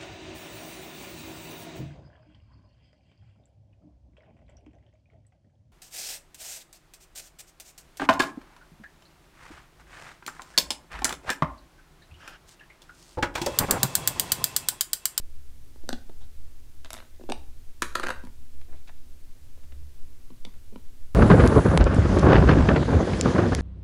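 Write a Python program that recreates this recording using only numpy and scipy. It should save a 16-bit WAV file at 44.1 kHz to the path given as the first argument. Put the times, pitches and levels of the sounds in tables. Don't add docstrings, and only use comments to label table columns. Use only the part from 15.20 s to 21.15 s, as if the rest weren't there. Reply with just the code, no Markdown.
import sys
import numpy as np
from scipy import signal
from scipy.fft import rfft, irfft, next_fast_len
from scipy.io import wavfile

SR = 44100
rng = np.random.default_rng(int(sys.argv[2]) if len(sys.argv) > 2 else 0)


def attenuation_scalar(level_db):
    decades = np.asarray(level_db, float) / 20
    return 10 ** decades


def dump_mix(stems):
    frames = np.atleast_2d(stems).T
    limited = np.clip(frames, -1, 1)
    pcm = np.round(limited * 32767).astype(np.int16)
    wavfile.write(sys.argv[1], SR, pcm)


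N = 262350

# t/s, body peak level/dB, click peak level/dB, crackle/ms
LID_LANDINGS = [(2.6207, -12.5, -16, 1.7), (2.6275, -21.5, -21, 1.4), (2.725, -47.5, -45.5, 2.1),
                (2.7515, -21.5, -25.5, 2.5), (2.754, -14.5, -20, 2.4), (2.796, -19.5, -28, 3.2),
                (2.831, -22, -34.5, 5.6), (2.835, -25.5, -34.5, 4.1), (2.849, -29, -39, 1.1),
                (2.864, -25, -40, 1.7), (2.869, -19.5, -27, 1.1), (2.884, -23.5, -33, 1.8),
                (2.891, -20, -27.5, 0.8), (2.9025, -19, -30, 2.7), (2.91, -30, -39, 1.1),
                (2.914, -44, -44, 2.5), (2.922, -37, -45, 1.4)]
RIM_ROCKS = [
    2.752,
    2.795,
    2.835,
    2.867,
]
# t/s, body, thud and click peak level/dB, crackle/ms
LID_SETTLES = [
    (3.036, -47, -35.5, -47.5, 3.5),
    (3.05, -49.5, -45.5, -42, 1.3),
    (3.071, -44.5, -41.5, -49, 0.94),
]
# t/s, body, thud and click peak level/dB, crackle/ms
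JAR_KNOCKS = [
    (0.558, -52.5, -44, -70, 2),
    (0.634, -63, -40, -55, 6.5),
    (0.677, -62, -41, -56, 0.83),
    (0.691, -23.5, -22.5, -13.5, 0.49),
    (0.705, -33.5, -48, -47, 1),
    (0.7285, -29, -23, -22.5, 1.5),
    (0.737, -37, -52, -47, 3.9),
    (0.894, -47.5, -36.5, -53, 3.1),
    (1.005, -54.5, -53, -53, 22),
    (1.03, -66, -75, -59, 14),
]
# t/s, body, thud and click peak level/dB, crackle/ms
UNSNAPS = [
    (1.996, -73, -40, -64, 1.3),
    (2.008, -53, -38, -63, 4.6),
    (2.037, -51, -38.5, -48, 1),
    (2.09, -31.5, -25, -43, 1.4),
    (2.097, -28.5, -32, -30, 2.3),
    (2.102, -42, -24.5, -41, 4.3),
    (2.1205, -23.5, -29.5, -19, 1.25),
]
# t/s, body peak level/dB, click peak level/dB
PICK_BOUNCES = [(1.647, -38, -35.5), (1.654, -43, -45), (1.659, -40, -41), (1.7049, -31, -25),
                (1.7313, -35.5, -20.5), (1.7403, -34, -29), (1.748, -37, -46), (1.767, -36.5, -38),
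                (1.778, -39.5, -38), (1.787, -38, -45), (1.8026, -37.5, -41.5), (1.825, -44, -59),
                (1.85, -50, -64), (1.947, -61, -57)]
# t/s, body, thud and click peak level/dB, crackle/ms
POKES = [
    (5.102, -51, -46, -53, 2.3),
    (5.117, -69.5, -47.5, -60, 1.7),
    (5.25, -43, -41.5, -28, 1.54),
    (5.267, -51, -45.5, -64, 4.3),
    (5.287, -56, -67, -66, 2.6),
    (5.36, -73, -52.5, -65, 3),
    (5.522, -80, -44.5, -66, 9.5),
    (5.558, -42, -36.5, -44.5, 1.65),
]
# t/s, body, thud and click peak level/dB, crackle/ms
SCUFFS = [(3.412, -52, -70, -51, 4.1), (3.48, -57.5, -52, -74, 31), (3.52, -52, -54, -67, 20),
          (3.55, -64, -67, -61, 23), (3.673, -54, -74, -49.5, 6.6), (3.679, -49.5, -72, -48, 4.9),
          (3.69, -45, -76, -55, 5.5), (4.375, -65, -52, -63, 3.5), (4.43, -58, -64, -60, 14),
          (4.52, -50.5, -52.5, -52.5, 3.9), (5.339, -56, -70, -56, 3)]

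# f/Hz, width/Hz, level/dB
LID_MODES = [(368.5, 37, -5), (520, 121, -2.5), (1000, 43, -4.5), (1215, 53, 3.5), (1385, 98, 6),
             (1570, 114, 1.5), (2130, 270, -60.5), (2280, 340, -21), (3990, 490, 5.5), (4500, 320, -3.5),
             (6240, 1200, -3), (8000, 880, -7.5), (9700, 3000, -12)]
CLOSED_JAR_MODES = [(183, 26, -2.5), (370, 93, -8.5), (580, 180, -6), (790, 130, -2.5), (1190, 69, -18),
                    (1473, 62, -9), (3426, 460, -10), (3750, 310, -12), (4240, 320, -24), (5800, 460, -19),
                    (8100, 650, -29), (12400, 1000, -17)]
OPEN_JAR_MODES = [(349, 58, -4), (537, 290, -18.5), (760, 110, -4), (867, 190, -1), (1470, 99, -6),
                  (1590, 69, -35), (2650, 410, -9.5), (3650, 380, -15.5), (4630, 300, -34),
                  (5700, 440, -41), (8540, 710, -18), (11900, 970, -28)]
PICK_MODES = [(640, 60, 2), (1580, 130, -11), (3900, 690, 4), (5800, 630, -8), (9800, 1700, -1)]
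POKED_JAR_MODES = [(195, 31, 8), (383, 27, -26), (982, 75, -8), (1130, 95, -15), (2280, 170, -30),
                   (2820, 1400, -19.5), (3250, 880, -21), (4030, 380, -24), (8900, 960, -22)]
FINGER_MODES = [(340, 180, -14), (700, 230, 9), (1035, 300, -4), (1590, 410, 0), (2130, 320, -4),
                (2500, 430, 7), (3550, 380, 1)]
TABLE_MODES = [(245, 33, 1)]

CRACKLE_HASTE = (1, 0.96, 0.99)
CRACKLE_SHARE = (0.3, 0.21, 0.55)

# f/Hz, T60/s
ROOM_T60 = [(250, 0.5), (1000, 0.34), (4000, 0.34), (12000, 0.3)]
# t/s, level/dB
ROOM_MODE_LEVEL = [(0.0, -51), (2.17, -57), (2.18, -43.5), (2.55, -76), (2.6, -49.5), (3.24, -47),
                   (3.29, -73.5), (3.36, -50), (4.22, -60), (4.37, -48), (4.42, -51), (4.65, -38.5),
                   (4.78, -64.5), (4.85, -48), (5.18, -67), (5.49, -48), (5.54, -64), (5.94, -51.5)]
# f/Hz, level/dB per Hz
RUMBLE_SPECTRUM = [(40, -11.5), (52, -15.5), (64, -2), (76, -8.5), (88, -11), (104, -13.5), (122, -11.5),
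                   (135, -30.5)]
SWAY_SPECTRUM = [(.5, -24), (1.5, -9), (3.5, 0), (5.5, -11), (12, -16), (18, -20), (21, -33), (44, -38)]
HISS_SPECTRUM = [(76, -32.5), (156, -2), (194, -10.5), (263, -3), (511, -12), (765, -17), (5960, -19.5),
                 (16000, -23)]

TABLE_HZ, TABLE_WIDTH_HZ = 245, 12
SCATTER_DB = 2.5
DETUNE = 0.015
LOSS = 0.085
CONTACT = 4096


def rms_one(x):
    return x / np.sqrt(np.mean(x ** 2) + 1e-20)


def at_hz(points, hz):
    table_hz, value = np.transpose(points)
    return np.interp(np.log(hz), np.log(table_hz), value)


def band(x, low_hz, high_hz):
    return signal.sosfilt(signal.butter(2, [low_hz, high_hz], "band", fs=SR, output="sos"), x)


def resonate(x, hz, width_hz):
    r = np.exp(-np.pi * width_hz / SR)
    top = np.array([1, 0, -1]) * (1 - r * r) / 2
    return signal.lfilter(top, [1, -2 * r * np.cos(2 * np.pi * hz / SR), r * r], x)


def coloured(spectrum):
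    size = next_fast_len(N)
    hz = np.maximum(np.fft.rfftfreq(size, 1 / SR), 0.1)
    inside = (hz >= spectrum[0][0]) & (hz <= spectrum[-1][0])
    shape = attenuation_scalar(at_hz(spectrum, hz)) * inside
    return rms_one(irfft(rfft(rng.standard_normal(size)) * shape, size)[:N])


def contact_force(crackle_s, reach_hz):
    age = np.arange(CONTACT) / SR / max(crackle_s, 1e-4)
    noise = rng.standard_normal(CONTACT)
    crackle = noise * np.abs(noise) * (1 - np.exp(-3 * age))
    tick = np.zeros(CONTACT)
    tick[0] = min(1, (0.0012 / crackle_s) ** 2)
    soften = signal.butter(3, np.clip(reach_hz, 2000, 18000), fs=SR, output="sos")
    tick, crackle = signal.sosfilt(soften, [tick, crackle])
    return age, tick, crackle


def strikes(hits, modes, table_db, broad_db, thud_db, click_db, click_from_hz, hard_hz, harder=0.0052):
    out = np.zeros(N + CONTACT)
    modes = modes + [(hz, width, db + table_db) for hz, width, db in TABLE_MODES]
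    edges = [170, 600, click_from_hz, 17000]
    for s, body, thud, click, crackle_ms in hits:
        reach_hz = hard_hz * (1 + harder * (click + 40))
        age, tick, crackle = contact_force(crackle_ms / 1000, reach_hz)
        scatter = attenuation_scalar(SCATTER_DB * rng.standard_normal(len(modes)))
        shift = 1 + DETUNE * rng.standard_normal(len(modes))
        peaks_db = [thud + thud_db, body, click + click_db]
        at = round(s * SR)
        for low, high, peak_db, fill_db, haste, share in zip(
                edges, edges[1:], peaks_db, broad_db, CRACKLE_HASTE, CRACKLE_SHARE):
            force = tick + share * crackle * np.exp(-age * haste)
            group = [(k, mode) for k, mode in enumerate(modes) if low <= mode[0] < high]
            top_db = max([mode[2] for k, mode in group], default=0)
            sound = attenuation_scalar(fill_db) * force
            for k, (hz, width, db) in group:
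                pitch = hz if hz == TABLE_HZ else hz * shift[k]
                ring = resonate(force, pitch, max(width, LOSS * hz))
                sound = sound + attenuation_scalar(db - top_db) * scatter[k] * ring
            sound = band(band(sound, low, high), 0.8 * low, 1.2 * high)
            out[at:at + CONTACT] += attenuation_scalar(peak_db) * sound / np.abs(sound).max()
    return out[:N]


def hollow(x, dip_hz):
    return x - resonate(x, dip_hz, 0.22 * dip_hz)


def lid_contacts():
    rows = list(LID_LANDINGS)
    for s in RIM_ROCKS:
        for k in range(3):
            gaps = k + 1 + 0.326 * rng.uniform(-1.1, 1)
            db = -38 + 3 * k
            rows.append((s + 0.011 * gaps, db, db - 25, 4.4))
    return [(s, body, -17.5 + 0.78 * body, click, ms) for s, body, click, ms in rows]


def lid():
    rocking = strikes(lid_contacts(), LID_MODES, table_db=-12, broad_db=(-10, -17, -11), thud_db=2.0,
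                      click_db=0.0, click_from_hz=2670, hard_hz=9400, harder=0.018)
    settling = strikes(LID_SETTLES, POKED_JAR_MODES, table_db=9.0, broad_db=(-22, -24, -3), thud_db=-1.5,
                       click_db=0.0, click_from_hz=2300, hard_hz=10700)
    return rocking + settling


def knocked_jar():
    knocks = strikes(JAR_KNOCKS, CLOSED_JAR_MODES, table_db=9.0, broad_db=(-16, -26, -14), thud_db=-3.0,
                     click_db=-2.0, click_from_hz=3420, hard_hz=6900)
    return hollow(knocks, dip_hz=2260)


def unsnapping_lid():
    snaps = strikes(UNSNAPS, OPEN_JAR_MODES, table_db=-9, broad_db=(-16, -26, -14), thud_db=-0.5,
                    click_db=-0.5, click_from_hz=1940, hard_hz=6700)
    return hollow(snaps, dip_hz=1980)


def dropped_pick():
    bounces = [(s, body, body - 9, click, 0.86) for s, body, click in PICK_BOUNCES]
    return strikes(bounces, PICK_MODES, table_db=-6, broad_db=(-6, -3, -3), thud_db=-4.0,
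                   click_db=-0.8, click_from_hz=2400, hard_hz=4450, harder=0.09)


def poked_jar():
    pokes = strikes(POKES, POKED_JAR_MODES, table_db=2.0, broad_db=(-22, -24, -15), thud_db=2.5,
                    click_db=-2.5, click_from_hz=2500, hard_hz=5560, harder=0.0027)
    return hollow(pokes, dip_hz=1700)


def finger_scuffs():
    return strikes(SCUFFS, FINGER_MODES, table_db=-2, broad_db=(-15, -18, -15), thud_db=1.0,
                   click_db=1.5, click_from_hz=2180, hard_hz=7000)


def table_top(knocks):
    stir = rms_one(resonate(rng.standard_normal(N), TABLE_HZ, TABLE_WIDTH_HZ))
    return attenuation_scalar(-72.5) * stir + attenuation_scalar(-1.5) * resonate(knocks, TABLE_HZ, TABLE_WIDTH_HZ)


def room(x, echo_s, echo_db, start_s, tail_db):
    t = np.arange(SR // 2) / SR
    tail = np.zeros(len(t))
    for low in 110 * 2.0 ** np.arange(8):
        octave = band(rng.standard_normal(len(t)), low, 2 * min(low, 8000))
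        tail += octave * attenuation_scalar(-60 * t / at_hz(ROOM_T60, 2.7 * low))
    tail *= np.clip(t / start_s - 0.5, 0, 1)
    tail *= attenuation_scalar(tail_db) / np.sqrt(np.sum(tail ** 2))
    tail[round(echo_s * SR)] += attenuation_scalar(echo_db)
    return signal.fftconvolve(x, tail)[:N]


def house():
    s, level_db = np.transpose(ROOM_MODE_LEVEL)
    mode = rng.standard_normal(N + SR)
    for _ in range(2):
        mode = resonate(mode, 66.2, 11)
    mode = mode[SR:]
    size = np.abs(signal.hilbert(mode, next_fast_len(N))[:N])
    even = rms_one(mode / (size + size.mean()))
    swell = attenuation_scalar(np.interp(np.arange(N) / SR, s, level_db) - 1.5)
    return swell * even + attenuation_scalar(-55.5) * coloured(RUMBLE_SPECTRUM)


def air_sway():
    return attenuation_scalar(-31.6) * coloured(SWAY_SPECTRUM)


def microphone_hiss():
    return attenuation_scalar(-62) * coloured(HISS_SPECTRUM)


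def scene():
    landing, pick = lid(), dropped_pick()
    jar, unsnap = knocked_jar(), unsnapping_lid()
    pokes, scuffs = poked_jar(), finger_scuffs()
    direct = landing + jar + unsnap + pick + pokes + scuffs
    spread = landing + pick + attenuation_scalar(-3.5) * (jar + unsnap) + attenuation_scalar(-4.5) * (scuffs + pokes)
    wet = room(spread, echo_s=0.003, echo_db=-16.5, start_s=0.0038, tail_db=-9.0)
    table = table_top(attenuation_scalar(-6.5) * landing + attenuation_scalar(-13.0) * jar + pokes)
    floor = house() + air_sway() + microphone_hiss()
    return (direct + wet + table + floor)[None]


def top_cut(x):
    return signal.sosfilt(signal.butter(12, 16480, fs=SR, output="sos"), x)


def record(dry):
    steep = signal.cheby2(10, 40, 16300, fs=SR, output="sos")
    finished = signal.sosfilt(steep, dry)
    return top_cut(finished)


dry = scene()
out = record(dry)
dump_mix(out)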